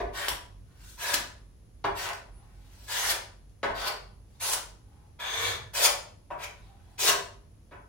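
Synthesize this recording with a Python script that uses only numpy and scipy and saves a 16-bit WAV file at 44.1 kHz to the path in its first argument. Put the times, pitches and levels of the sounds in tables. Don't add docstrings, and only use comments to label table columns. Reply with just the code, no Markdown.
import sys
import numpy as np
from scipy import signal
from scipy.fft import rfft, irfft, next_fast_len
from scipy.io import wavfile
from scipy.ndimage import uniform_filter1d

SR = 44100
rng = np.random.default_rng(int(sys.argv[2]) if len(sys.argv) > 2 else 0)


def dump(signal):
    limited = np.clip(np.atleast_2d(signal).T, -1, 1)
    pcm = np.round(limited * 32767).astype(np.int16)
    wavfile.write(sys.argv[1], SR, pcm)


N = 347508
TIME = np.arange(N) / SR
CLOCK = np.arange(0, N / SR, .001)

# start in seconds, lift in seconds, attack in seconds, level in dB, swell in dB, brightness in dB,
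# flick in dB, flick length in seconds, brightening in the flick in dB, favoured resonance in Hz, its gain in dB,
# sway of the stand in dB.
RASPS = [ (0.124, 0.288, 0.055, -32, -4.5, -7.5, -1.5, 0.0039, 21, 1710, 4, -43.5),
         (0.968, 1.141, 0.057, -36.5, 4.5, -2, 8, 0.0078, 6.5, 1710, 0.5, -48.5),
         (1.942, 2.099, 0.051, -35, 1, -4.5, 2.5, 0.045, -12.5, 1900, -2.5, -66),
         (2.867, 3.112, 0.045, -36, 4.5, 0.5, 2, 0.027, 5.5, 1720, 2, -56),
         (3.737, 3.879, 0.021, -37.5, 7.5, -12.5, 4, 0.016, 8, 4560, 3, -56),
         (4.394, 4.536, 0.033, -35.5, 2, 2.5, 3, 0.012, 1, 10270, 2.5, -47.5),
         (5.73, 5.858, 0.024, -31.5, -1, 0.5, 10, 0.041, 6, 553, 6, -49.5),
         (6.371, 6.44, 0.036, -39, -1, -14.5, 3.5, 0.016, 11, 2430, 1.5, -72.5),
         (6.976, 7.093, 0.024, -35.5, 10, 4.5, 6, 0.03, -4.5, 403, 10.5, -68.5)]
# start in seconds, end in seconds, level in dB, swell in dB,
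# final brightness in dB, favoured resonance in Hz, its gain in dB, sway of the stand in dB.
GLIDES = [ (0.55, 0.85, -80, 23.5, -2.5, 1420, -6, -44), (0.775, 1.0, -61, -3.5, 15.5, 1450, 12, -50),
          (2.283, 2.697, -64, -5, -0.5, 820, 9.5, -45.5), (2.594, 2.94, -68.5, 12, 8, 1690, -14, -66),
          (4.2, 4.444, -79.5, 15, 3, 830, 11, -58.5), (4.82, 5.168, -66.5, -9, -4, 840, 15, -66),
          (6.45, 6.74, -60.5, -10.5, -3, 3700, 6, -58), (6.60, 7.03, -69, 3, -0.5, 784, 13.5, -50)]
# time in seconds, level in dB, settling time in seconds,
# level of the edge's tick in dB, favoured resonance in Hz, its gain in dB, sway of the stand in dB.
LANDINGS = [ (0.0, -31, 0.0063, -40, 366, 15.5, -44), (1.841, -23.5, 0.008, -33.5, 1000, -17, -59),
            (3.63, -24.5, 0.0078, -29.5, 645, 2.5, -46), (3.696, -35.5, 0.007, -44, 960, 3, -62),
            (6.302, -36, 0.0092, -63, 620, 10, -57), (7.71, -46, 0.014, -58.5, 420, -13, -62)]

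RELEASE_S = 0.026
JUDDER_START_S, JUDDER_CREST_S, JUDDER_END_S = 5.187, 5.462, 5.55


def gain_of(db):
    return 10 ** (np.asarray(db) / 20)


def evened(x):
    return x / np.sqrt(np.mean(x ** 2) + 1e-20)


def read(points, hz):
    f, value = np.transpose(points)
    return np.interp(np.log(hz + 1), np.log(f + 1), value)


def add(mix, s, sound):
    part = mix[max(round(s * SR), 0):][:len(sound)]
    part += sound[:len(part)]


def ramp(s, length_s):
    return np.clip((CLOCK - s) / length_s, 0, 1)


def coloured(x, spectrum):
    length = x.shape[-1]
    size = next_fast_len(length)
    colour = gain_of(read(spectrum, np.fft.rfftfreq(size, 1 / SR)))
    return evened(irfft(rfft(x, size) * colour, size)[..., :length])


def joined(contacts):
    level, bright_db = np.array(contacts).transpose(1, 0, 2)
    total = level.sum(0)
    return total, (level * bright_db).sum(0) / (total + 1e-12)


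def rasping(bite_s=0.018, bite_dull_db=-1.5, dulling_db_per_s=1102, dullest_db=-35):
    contacts = []
    for start, lift, attack_s, db, swell_db, bright_db, flick_db, flick_s, flick_bright_db, *_ in RASPS:
        flick = np.exp(-((CLOCK - lift) / flick_s) ** 2)
        lifted_s = np.maximum(CLOCK - lift, 0)
        pressure_db = db + swell_db * ramp(start, lift - start) + flick_db * flick
        level = ramp(start, attack_s) * gain_of(pressure_db) * np.exp(-lifted_s / RELEASE_S)
        bright = bright_db + bite_dull_db * (1 - ramp(start, bite_s))
        bright = bright + flick_bright_db * flick - dulling_db_per_s * lifted_s
        contacts.append((level, np.maximum(bright, dullest_db)))
    return joined(contacts)


def gliding(fade_s=0.095, thinning_db_per_s=38):
    contacts = []
    for start, end, db, swell_db, bright_db, *_ in GLIDES:
        along = ramp(start, end - start)
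        ends = ramp(start, fade_s) * (1 - ramp(end - fade_s, fade_s))
        bright = bright_db - thinning_db_per_s * (end - start) * (1 - along)
        contacts.append((ends * gain_of(db + swell_db * along), bright))
    return joined(contacts)


def juddering(attack_s=0.014, crest_db=-32, crest_bright_db=-2, eased_bright_db=-5):
    press_db_per_s, ease_db_per_s, bright_per_db = 12, 78, 3.5
    press_s, ease_s = JUDDER_CREST_S - JUDDER_START_S, JUDDER_END_S - JUDDER_CREST_S
    press_db = -press_db_per_s * press_s * (1 - ramp(JUDDER_START_S, press_s))
    eased = ramp(JUDDER_CREST_S, ease_s)
    touch = ramp(JUDDER_START_S, attack_s) * (1 - ramp(JUDDER_END_S, attack_s))
    level = touch * gain_of(crest_db + press_db - ease_db_per_s * ease_s * eased)
    return level, crest_bright_db + bright_per_db * press_db + eased_bright_db * eased


def friction(level, bright_db, slips_per_s, spread_db, hiss, patchy_db=2.0, dull_hz=1400, bright_hz=6500):
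    # frequency in Hz, relative level in dB.
    rub_colour = [(100, -29), (280, -24), (380, -8), (650, -1), (1000, -1), (1800, -1), (2600, -2.5),
                  (3700, -3.5), (6000, -5.5), (8000, -10), (10000, -9), (12200, -10), (15200, -12.5)]
    happens = rng.random(N) < slips_per_s / SR
    size = gain_of(spread_db * np.minimum(rng.exponential(1, N), 4))
    slips = happens * rng.choice([-1, 1], N) * size
    grit = coloured(evened(slips) + hiss * rng.standard_normal(N), rub_colour)
    hz, t, z = signal.stft(grit, SR, nperseg=256)
    tilt_db = read([(dull_hz, 0), (bright_hz, 1)], hz)[:, None] * np.interp(t, CLOCK, bright_db)
    patches = uniform_filter1d(rng.standard_normal(z.shape), size=4, axis=0)
    patches = evened(uniform_filter1d(patches, size=8, axis=1))
    shaped = signal.istft(z * gain_of(tilt_db + patchy_db * patches), SR, nperseg=256)[1][:N]
    return np.interp(TIME, CLOCK, level) * shaped


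def singing(rub, spots, q=9.5):
    out = np.zeros(N)
    for start, end, hz, db in spots:
        part = rub[max(round(start * SR), 0):round(end * SR)]
        drive = np.pad(part * signal.windows.tukey(len(part), .1), (0, SR // 20))
        add(out, start, gain_of(db) * signal.lfilter(*signal.iirpeak(hz, q, SR), drive))
    return out


def landings(tick_s=0.0099, lag_s=0.00025):
    # frequency in Hz, relative level in dB.
    knock_colour = [(60, -5), (200, -11), (300, -9.5), (380, -4), (700, -1), (1000, -4.5), (1800, -5.5),
                    (2700, -14.5), (4000, -30.5), (7000, -36.5), (12000, -40), (16000, -43)]
    tick_colour = [(500, 3), (4000, 6.0), (6000, -5.5), (15000, -32.0)]  # Hz, dB
    t, out = np.arange(SR // 4) / SR, np.zeros(N)
    for s, db, settle_s, tick_db, *_ in LANDINGS:
        chatter, tick = rng.standard_normal((2, len(t)))
        u = np.maximum(t - lag_s, 0) / settle_s
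        add(out, s, gain_of(db) * u * np.exp(1 - u) * coloured(chatter, knock_colour))
        add(out, s, gain_of(tick_db) * np.exp(-t / tick_s) * coloured(tick, tick_colour))
    return out


def snaps(cycles=0.72, upper_hz=10600, crack_s=0.0018, crack=0.19):
    # time in seconds, level of the main mode in dB, its pitch in Hz,
    # upper mode in dB relative to the main one.
    edge_snaps = [(0.284, -8, 3400, -3), (1.1421, -7.5, 4360, -10.5), (2.089, -20.5, 4660, -12),
                  (2.133, -26, 5000, -10), (3.108, -14, 3950, -10), (3.496, -52, 6000, -7),
                  (3.817, -24, 4840, -19), (4.535, -10.5, 7000, -4), (7.091, -12, 5370, -11.5)]
    t, out = np.arange(SR // 50) / SR, np.zeros(N)
    for s, db, hz, upper_db in edge_snaps:
        main, upper = (np.sin(2 * np.pi * f * t) * np.exp(-t * f / cycles) for f in (hz, upper_hz))
        noise = crack * rng.standard_normal(len(t)) * np.exp(-t / crack_s)
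        add(out, s, gain_of(db) * (main + gain_of(upper_db) * upper + noise))
    return out


def squeak(level_db=-67, waver=0.0067):
    # time in seconds, pitch in Hz.
    whistle = [(2.289, 10700), (2.469, 9600)]
    s, hz = np.transpose(whistle)
    t, out = np.arange(s[0], s[-1], 1 / SR), np.zeros(N)
    wander = evened(uniform_filter1d(rng.standard_normal(len(t)), size=60))
    pitch = np.interp(t, s, hz) * (1 + waver * wander)
    tone = np.sin(2 * np.pi * np.cumsum(pitch) / SR)
    add(out, s[0], gain_of(level_db) * np.hanning(len(t)) * tone)
    return out


def ring(x, modes):
    t = np.arange(SR // 2) / SR
    response = 0
    for hz, db, t60 in modes:
        decay = gain_of(-60 * t / t60)
        response = response + gain_of(db) * 2 * decay / decay.sum() * np.cos(2 * np.pi * hz * t)
    return signal.oaconvolve(x, response)[:N]


def paired(two):
    # frequency in Hz, correlation from -1 to 1.
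    likeness = [(40, 1), (130, 0.79), (350, 0.64), (700, -0.018), (1500, 0.18), (3000, 0.031),
                (14000, 0.056)]
    hz, _, (a, b) = signal.stft(two, SR, nperseg=1024)
    same = np.clip(read(likeness, hz), -1, 1)[:, None]
    mid, side = a * np.sqrt((1 + same) / 2), b * np.sqrt((1 - same) / 2)
    return signal.istft(np.array([mid + side, mid - side]), SR, nperseg=1024)[1][:, :two.shape[1]]


def reflections(early, early_s):
    # frequency in Hz, t60 in seconds.
    decay_times = [(250, 0.63), (660, 0.47), (1740, 0.4), (4600, 0.39), (8000, .36), (12000, 0.27)]
    # frequency in Hz, rise in seconds.
    rise_times = [(300, 0.0094), (1200, .012), (4000, .003), (10000, .001)]
    t = np.arange(SR * 3 // 4) / SR
    signs = rng.choice([-1., 1.], (2, len(t)))
    taps = signs * (rng.random((2, len(t))) < 1 / 8) * (t > .001)
    hz, at, z = signal.stft(paired(taps), SR, nperseg=256)
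    z = z * gain_of(-60 * at / read(decay_times, hz)[:, None])
    z = z * (1 - np.exp(-(at + at[1] / 2) / read(rise_times, hz)[:, None]))
    tail = signal.istft(z, SR, nperseg=256)[1][:, :len(t)]
    tail = tail * (1 + early * np.exp(-t / early_s))
    return tail / np.linalg.norm(tail[0])


def garage(x, direct_db, wet_db, early=2.75, early_s=0.0042, drift_per_s=1.7):
    turn = 2 * np.pi * drift_per_s * TIME
    wet = 0
    for share in (np.cos(turn), np.sin(turn)):
        wet = wet + signal.oaconvolve((x * share)[None], reflections(early, early_s), axes=1)[:, :N]
    direct = np.array([x, np.concatenate([np.zeros(2), x[:-2]])])
    return gain_of(direct_db) * direct + gain_of(wet_db) * wet


def background(air_db=-58, sway_rise_s=0.064, rest_sway_db=-57, rest_drum_db=-61):
    # frequency in Hz, relative level in dB.
    air_colour = [(20, -14), (35, -17), (65, 2), (120, -5), (180, -11.5), (300, -16.5), (600, -23.5),
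                  (1500, -34.5), (4000, -39), (6500, -38), (8500, -47), (10400, -32), (12800, -50),
                  (16000, -49)]
    sway_colour = [(20, -28.5), (36, -19), (48, 4), (58, -7.5), (76, -21), (200, -34), (600, -78.5)]
    drum_colour = [(30, -33.5), (75, -11.5), (97, 4), (125, -12), (200, -27), (600, -56.5)]
    drum_by_sway_db, drum_by_judder_db, drum_lag_s = -15, -15.5, 0.18
    air, sway, drum = (paired(rng.standard_normal((2, N))) for _ in range(3))
    nudges = [(row[0], row[-1]) for row in LANDINGS]
    nudges += [(row[0], row[-1]) for row in GLIDES]
    nudges += [(row[1], row[-1]) for row in RASPS]
    nudged = 0
    for s, db in nudges:
        u = np.maximum(CLOCK - s, 0) / sway_rise_s
        nudged = np.hypot(nudged, gain_of(db) * u * np.exp(1 - u))
    nudged = np.interp(TIME, CLOCK, nudged)
    shaken = np.interp(TIME - drum_lag_s, CLOCK, juddering()[0])
    drummed = gain_of(drum_by_sway_db) * nudged + gain_of(drum_by_judder_db) * shaken
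    low = np.hypot(gain_of(rest_sway_db), nudged) * coloured(sway, sway_colour)
    low += np.hypot(gain_of(rest_drum_db), drummed) * coloured(drum, drum_colour)
    return gain_of(air_db) * coloured(air, air_colour) + low


def scene(rasp_db=-1, judder_db=-2, glide_db=-2, knock_db=-3):
    # frequency in Hz, relative gain in dB, t60 in seconds.
    panel = [(390, -1, 0.047), (421.6, -6, 0.24), (577, 0.5, 0.1), (679, 3.5, 0.18), (959, -18, 0.18),
             (967, 6.5, 0.039), (1018, 3, 0.3), (1130, -18.5, 0.93), (1498, 5.5, 0.17), (1730, -7, .55),
             (1790, -7.5, 0.3), (2200, -10, 0.21), (3066, -2, 0.6), (3389, 6, .3), (4060, -6, 0.41),
             (4260, -4.5, .6), (6235, -6, .55), (7200, -7, .55)]
    blade = [(1174, -1, 0.029), (1747, 3, 0.016), (2280, 6.5, 0.022), (3500, 10, 0.0078),
             (4360, -11, 0.014), (6390, 3, 0.0082)]
    rasp = gain_of(rasp_db) * friction(*rasping(), slips_per_s=5000, spread_db=4, hiss=0.93)
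    glide = gain_of(glide_db) * friction(*gliding(), slips_per_s=5700, spread_db=5.0, hiss=0.43)
    judder = gain_of(judder_db) * friction(*juddering(), slips_per_s=2300, spread_db=-0.5, hiss=0.96)
    rub = rasp + glide + 0.69 * judder + ring(judder, blade)

    sung = singing(rasp, [(start, lift + 2 * RELEASE_S, hz, db) for start, lift, *_, hz, db, _ in RASPS])
    sung += singing(glide, [(start, end, hz, db) for start, end, *_, hz, db, _ in GLIDES])
    sung += singing(judder, [(5.32, JUDDER_END_S, 476, 10.5)])

    knock = gain_of(knock_db) * landings()
    landing_s = 0.083
    knock_sung = singing(knock, [(s, s + landing_s, hz, db) for s, *_, hz, db, _ in LANDINGS])

    rubbed = rub + sung + .5 * ring(rub, panel)
    knocked = 0.72 * knock + knock_sung + 1.6 * ring(knock, panel)
    sound = garage(rubbed, direct_db=-7, wet_db=3, early=3.4)
    sound += garage(knocked, direct_db=-3.5, wet_db=2.5, early=2.0)
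    sound += garage(snaps(), direct_db=0, wet_db=2, early=.8)
    return sound + squeak() + background()


def record(dry):
    # frequency in Hz, gain in dB.
    tone_colour = [(20, 0), (12200, 2.5), (13000, -30.5), (13550, -29), (14300, 3.5), (15500, 2)]
    # frequency in Hz, left minus right in dB.
    lean = [(100, -1.5), (350, 1.5), (700, 0.5), (1400, 0.5), (2800, 2), (5600, 3), (10000, -1.5),
            (15000, 1)]
    edge_hz = 15900
    size = next_fast_len(N)
    hz = np.fft.rfftfreq(size, 1 / SR)
    colour_db = read(tone_colour, hz) + np.array([[.5], [-.5]]) * read(lean, hz)
    heard = irfft(rfft(dry, size) * gain_of(colour_db), size)[:, :N]
    band_limit = signal.firwin(511, edge_hz, window=("kaiser", 9), fs=SR)
    return signal.oaconvolve(heard, band_limit[None], "same")


dry = scene()
out = record(dry)
dump(out)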